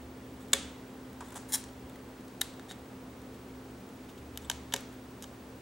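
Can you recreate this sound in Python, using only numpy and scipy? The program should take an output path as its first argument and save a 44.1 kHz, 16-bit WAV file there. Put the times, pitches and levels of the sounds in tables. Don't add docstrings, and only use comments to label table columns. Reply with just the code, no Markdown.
import sys
import numpy as np
from scipy import signal
from scipy.fft import rfft, irfft
from scipy.io import wavfile

SR = 44100
rng = np.random.default_rng(int(sys.argv[2]) if len(sys.argv) > 2 else 0)


def unload_audio(sound):
    columns = np.transpose(np.atleast_2d(sound))
    steps = np.round(np.clip(columns, -1, 1) * 32767)
    wavfile.write(sys.argv[1], SR, steps.astype(np.int16))


N = 247401

# f/Hz, relative level/dB
AIR_COLOUR = [(15, -66), (25, -31.5), (60, -12.5), (125, -12.5), (150, -14), (200, -8), (450, -11),
              (620, -17.5), (950, -19.5), (2000, -27), (5000, -35), (9000, -37.5), (12500, -45),
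              (15000, -41.5), (15700, -53)]
# f/Hz, likeness/0-1
AIR_LIKENESS = [(60, 1.0), (130, 0.99), (290, 0.97), (640, 0.9), (1410, 0.52), (3100, 0.65), (6820, 0.65),
                (15000, 1)]
# f/Hz, rms level/dB, skirt width/Hz, skirt/tone ratio
FAN_TONES = [(120.4, -59.5, 0.93, 0.24), (189.6, -66, 4.6, 0.69), (258.3, -52.5, 0.68, 0.2)]
# t/s, level/dB
RUMBLE_LEVEL = [(0.0, -50), (0.2, -62), (0.7, -53.5), (0.82, -62), (1.8, -58), (1.89, -48.5), (1.97, -61),
                (4.08, -64.5), (4.25, -52.5), (4.62, -54.5), (4.72, -62), (5.61, -60)]
# t/s, level/dB, low trim/dB, upper trim/dB, top trim/dB, contact/ms
HOUSING_CLICKS = [(0.404, -66.5, -5, 4, -1, 42), (0.532, -10.5, -5.5, 1.5, -18, 1.06),
                  (0.534, -11, -4.5, 2.5, -8, 1.19), (2.4112, -34, -8, 4.5, -2, 5.9),
                  (2.4145, -13.5, -9.5, -3.5, 2, 0.74), (2.595, -43, 4.5, -4, -13, 1.8),
                  (2.7107, -33.5, -1.5, -12, -14, 1.5), (2.7177, -46, 2, 7, -10, 1.8),
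                  (3.889, -56, -3, 4, -2, 4), (4.175, -51, -10, -6, -14, 15), (4.358, -47, -6, -12, -10, 4),
                  (4.3739, -21, -14, -6, -2.5, 0.86), (4.4984, -15, -4, -0.5, -8, 1.87),
                  (4.5134, -24.5, -10, -8, -14, 2.2), (4.7225, -30.5, -7, -10, -16, 6.9),
                  (4.7368, -19, -16, -2, -6, 1.6), (4.7386, -12.5, -2, -0.5, -8, 1.24),
                  (4.7623, -19, -11, -8, -10, 1.1), (4.807, -50, -8, 2, 8, 3), (4.939, -58, -5, -2, 8, 2.5),
                  (5.2234, -35.5, -9, 3.5, -2, 2), (5.2405, -36.5, -6, -2, -11, 3.1)]
COVER_SCRAPES = [(1.2051, -40, 11.5, 8, -9, 8), (1.213, -50.5, 17, 2, -8, 21), (1.235, -52, 3, 6, -9, 70),
                 (1.318, -51.5, 16, 13, 0, 15), (1.342, -39, -8, 0, 0, 4), (1.482, -52, 4, 2, 8, 59),
                 (1.639, -38.5, -5, 1, -9, 2.1), (1.956, -47.5, 5, -10, -10, 6.9)]
# f/Hz, width before damping/Hz, level/dB
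OPEN_MODES = [(945, 200, 2), (1150, 170, 4.5), (1646, 170, 8.5), (2270, 110, 2.5), (2850, 230, 6),
              (3520, 230, 13.5), (4080, 400, 6), (4990, 510, 1), (6000, 390, 2), (6720, 430, 7.5),
              (7750, 760, 13.5), (8500, 740, 11), (9330, 290, 8), (11200, 470, 10.5), (12100, 750, 11.5),
              (14200, 900, 3), (14900, 780, -10)]
COVER_MODES = [(904, 100, 5.5), (1734, 160, 5), (2090, 160, 2), (3296, 170, 1.5), (3960, 190, 2),
               (5300, 1040, 4.5), (6770, 530, 6.5), (7570, 410, 6), (9270, 460, 7.5), (9860, 190, 6.5),
               (10430, 320, 2.5), (12100, 600, -0.5), (13600, 470, 0.5), (15300, 610, -10)]
TOUCHING_MODES = [(760, 230, 7), (1460, 340, 10), (1770, 250, 9.5), (2080, 300, 3.5), (3050, 410, 5),
                  (3800, 230, 11), (4490, 340, 3.5), (5400, 1100, 6.5), (6900, 650, 9), (7550, 320, 5),
                  (8340, 500, 9), (8950, 350, 5.5), (10100, 560, 6), (11360, 370, 5), (12000, 450, 3),
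                  (13200, 900, 2), (15200, 700, -12)]
SEATED_MODES = [(708, 210, 0.5), (920, 170, 5.5), (1630, 330, 6.5), (2220, 270, -2.5), (3010, 490, 7),
                (3740, 440, 5), (5030, 420, 0), (5950, 330, 3.5), (6570, 280, 3), (7040, 330, 3.5),
                (8060, 740, 5), (8860, 400, 2), (10200, 1200, 4), (11800, 1000, 5.5), (13000, 450, 3.5),
                (15000, 1200, -8)]
# t/s, level/dB, trim above BRIGHT_HZ/dB
MACHINE_KNOCKS = [(0.536, -27, 6), (2.713, -42.5, -2), (4.74, -30.5, -4)]
# f/Hz, level/dB, t60/s
METAL_MODES = [(244, -11.5, 0.12), (416.4, -4.5, 0.088), (547, -6, 0.17), (764, -8.5, 0.041),
               (1840, -13, 0.13), (2216, -19, 0.18), (3440, -23, 0.41), (3460, -13, 0.1)]
# t/s, length/s, peak place/0-1, level/dB, low, upper and top trims/dB
COVER_DRAGS = [(1.352, .022, .55, -37, 6.5, 10, -1.5), (1.5206, .031, .55, -24.5, -9.5, 1, 3.5)]
HOUSING_SLIDES = [(2.682, .036, 0.65, -47, -11, -4, -7.5), (4.085, 0.018, .5, -49, -6, -7, -10),
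                  (4.415, .04, .5, -54, -8, -8, -4), (5.226, 0.015, 0.3, -47, -6, 4, -4)]
# t/s, level/dB, contact/ms, f/Hz, width before damping/Hz
EDGE_SQUEAKS = [(1.535, -16.5, 18, 5600, 80), (1.536, -23, 17, 6830, 120), (2.699, -35, 13, 3770, 200),
                (4.418, -44, 12, 7000, 300), (4.444, -40, 12, 3550, 250), (4.444, -37.5, 14, 8000, 300)]
# f/Hz, t60/s
ROOM_DECAY = [(400, 0.79), (1000, 0.71), (2500, 0.63), (5500, 0.48), (8500, 0.42), (11000, 0.23),
              (14000, 0.14)]

TRIM_HZ = (1300, 3600, 7200, 12000)
LIFT_S, TOUCH_S, SEATED_S = 1.45, 2.0, 3.5
AIR_DB, AIR_TOP_HZ = -56, 15790
WHINE_HZ, WHINE_DB, THROB_HZ, THROB_DEPTH, MAINS_HZ = 15734.3, -69, 13.0, 0.45, 59.94
ROOM_DB, ROOM_LIKENESS = -16, 0.73
BRIGHT_HZ, LOWPASS_HZ = 3000, 16600


def gain_of(db):
    return 10 ** (np.asarray(db) / 20)


def unit_rms(x):
    return x / np.sqrt(np.mean(x ** 2) + 1e-20)


def curve_at(points, hz):
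    f, value = np.transpose(points)
    return np.interp(np.log(hz + 1), np.log(f + 1), value)


def add(mix, s, sound):
    part = mix[round(s * SR):][:len(sound)]
    part += sound[:len(part)]


def stereo(mid, side, likeness):
    turn = np.arccos(np.clip(likeness, 0, 1)) / 2
    return np.cos(turn) * mid + np.sin(turn) * np.outer([1, -1], side)


def narrow_noise(hz, width):
    f = np.fft.rfftfreq(N, 1 / SR)
    return unit_rms(irfft(rfft(rng.standard_normal(N)) / (1 + ((f - hz) / width) ** 2), N))


def air():
    hz = np.fft.rfftfreq(N, 1 / SR)
    mid, side = rfft(rng.standard_normal((2, N)))
    colour = gain_of(curve_at(AIR_COLOUR, hz)) / (1 + np.exp((hz - AIR_TOP_HZ) / 12))
    band = (hz > 600) & (hz < 6000)
    colour /= np.sqrt(2 * np.sum(colour[band] ** 2) / N)
    return gain_of(AIR_DB) * irfft(colour * stereo(mid, side, curve_at(AIR_LIKENESS, hz)), N)


def fan_hum():
    tones, t = np.zeros(N), np.arange(N) / SR
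    for hz, db, skirt_hz, share in FAN_TONES:
        sine = np.sqrt(2) * np.sin(2 * np.pi * (hz * t + rng.random()))
        tones += gain_of(db) * unit_rms(sine + share * narrow_noise(hz, skirt_hz))
    rumble_gain = gain_of(np.interp(t, *np.transpose(RUMBLE_LEVEL)))
    return tones + rumble_gain * narrow_noise(hz=72.4, width=7.2)


def whine():
    t = np.arange(N) / SR
    throb = 1 + THROB_DEPTH * np.sin(2 * np.pi * (THROB_HZ * t + rng.random()))
    tone = throb * np.sin(2 * np.pi * WHINE_HZ * t)
    buzz = sum(np.sin(2 * np.pi * (WHINE_HZ - MAINS_HZ * k) * t) for k in range(1, 6))
    return gain_of(WHINE_DB) * unit_rms(tone + 0.066 * buzz)


def fingertips(per_s=2.5, floor_db=-59.5, spread_db=2, contact_ms=4.2):
    when, size = rng.random((round(per_s * N / SR), 2)).T
    levels = floor_db - spread_db * np.log(size + 1e-3)
    return [(s, db, 0, 0, 0, contact_ms) for s, db in zip(.01 + when * N / SR, levels)]


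def plastic_ring(modes, damping):
    hz, width, db = np.transpose(modes)[:, :, None]
    t, width = np.arange(2048) / SR, width * damping
    polarity = (-1) ** np.arange(len(modes))[:, None]
    envelope = gain_of(db) * np.sqrt(width / 400) * np.exp(-np.pi * width * t)
    return polarity * envelope * np.sin(2 * np.pi * hz * t)


def contacts(rows, modes, rise, pan_db, blur=3.1, damping=0.58):
    close, sends, t = np.zeros((2, N)), np.zeros((3, N)), np.arange(3000) / SR
    rings = plastic_ring(modes, damping)
    blurred_power = abs(rfft(plastic_ring(modes, blur))) ** 2
    hz = np.transpose(modes)[0]
    panned = hz < 11000
    noises = rng.standard_normal((len(rows), len(t) + len(modes)))
    for k, ((s, db, low_db, upper_db, top_db, ms), noise) in enumerate(zip(rows, noises)):
        grit, facing = noise[:len(t)], noise[len(t):]
        progress = t / (ms / 1000)
        push = np.exp(-progress ** 3) * np.minimum(progress / rise, 1)
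        strength = np.linalg.norm(push)
        rung = signal.fftconvolve((grit * push)[None], rings, axes=1)
        rung *= (strength * np.linalg.norm(rings, axis=1) / np.linalg.norm(rung, axis=1))[:, None]
        trim_db = np.interp(np.log(hz), np.log(TRIM_HZ), [low_db, 0, upper_db, top_db])
        weight = 0.048 * gain_of(db + trim_db)
        lean = 0.13 * np.sign(facing) * panned
        for channel, sign in zip(close, (1, -1)):
            pan = gain_of(sign * pan_db * panned) * (1 + sign * lean)
            add(channel, s, (pan * weight) @ rung)
        puff = irfft(np.sqrt(weight ** 2 @ blurred_power))
        puff = np.roll(puff, 200)[:400] * np.hanning(400)
        add(sends[k % len(sends)], s - 200 / SR, strength * puff)
    return close, sends


def settles(clicks, delay_s=0.003, softer_db=15, contact_ms=2.1):
    return [(s + delay_s, db - softer_db, low - 0.5, upper, top, contact_ms)
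            for s, db, low, upper, top, _ in clicks]


def room(sends):
    taps = np.zeros((len(sends) * 2, SR))
    grid = np.arange(250, SR - 20, 20)
    arrivals = grid + rng.integers(0, 20, (len(taps), len(grid)))
    np.put_along_axis(taps, arrivals, rng.choice([-1., 1.], arrivals.shape), 1)
    hz, t, bands = signal.stft(taps, SR, nperseg=256)
    decay = gain_of(-60 * t / curve_at(ROOM_DECAY, hz)[:, None])
    tails = signal.istft(bands * decay, SR, nperseg=256)[1]
    tails /= np.linalg.norm(tails, axis=1)[:, None]
    mid, side = (signal.fftconvolve(sends, half, axes=1)[:, :N].sum(0) for half in np.split(tails, 2))
    return stereo(mid, side, ROOM_LIKENESS)


def machine_ring():
    out, t = np.zeros(N), np.arange(SR // 2) / SR
    attack = 1 - np.exp(-t / 0.0065)
    for s, knock_db, bright_db in MACHINE_KNOCKS:
        for hz, db, t60 in METAL_MODES:
            envelope = attack * gain_of(knock_db + db + bright_db * (hz > BRIGHT_HZ) - 60 * t / t60)
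            add(out, s, envelope * np.sin(2 * np.pi * (hz * t + rng.random())))
    return out


def slips(slides, count=5, jitter=0.08, overlap=1.18, fade_db=21, spread_db=1.1, rub_db=-21.5, rub_ms=52):
    rows, place = [], np.arange(count) / (count - 1)
    for start, length, peak, db, *trims in slides:
        late, size = rng.standard_normal((2, count))
        gap = length / (count - 1)
        times = start + length * place + jitter * gap * late
        levels = db - fade_db * (place - peak) ** 2 + spread_db * size
        rows += [(s, level, *trims, 1000 * overlap * gap) for s, level in zip(times, levels)]
        rows.append((start + length, db + rub_db, *trims, rub_ms))
    return rows


def squeaks():
    return [contacts([(s, db, 0, 0, 0, ms)], [(hz, width, 0)], rise=0.15, pan_db=0.6, blur=1.5)
            for s, db, ms, hz, width in EDGE_SQUEAKS]


def scene():
    housing = sorted(HOUSING_CLICKS + settles(HOUSING_CLICKS) + slips(HOUSING_SLIDES) + fingertips())
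    cover = sorted(COVER_SCRAPES + slips(COVER_DRAGS))
    stages = [(0, TOUCH_S, OPEN_MODES), (TOUCH_S, SEATED_S, TOUCHING_MODES),
              (SEATED_S, np.inf, SEATED_MODES)]
    layers = [contacts([row for row in housing if start < row[0] < end], modes, rise=0.09, pan_db=0.5)
              for start, end, modes in stages]
    lying = [row for row in cover if row[0] < LIFT_S]
    lifted = [row for row in cover if row[0] > LIFT_S]
    layers.append(contacts(lying, COVER_MODES, rise=0.26, pan_db=0.7, damping=3.6))
    layers.append(contacts(lifted, COVER_MODES, rise=0.17, pan_db=1.1))
    layers += squeaks()
    close, sends = (sum(bus) for bus in zip(*layers))
    return close + gain_of(ROOM_DB) * room(sends) + machine_ring() + air() + fan_hum() + whine()


def record(dry):
    lowpass = signal.firwin(511, LOWPASS_HZ, window=("kaiser", 9), fs=SR)
    return signal.oaconvolve(dry, lowpass[None], "same")


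dry = scene()
out = record(dry)
unload_audio(out)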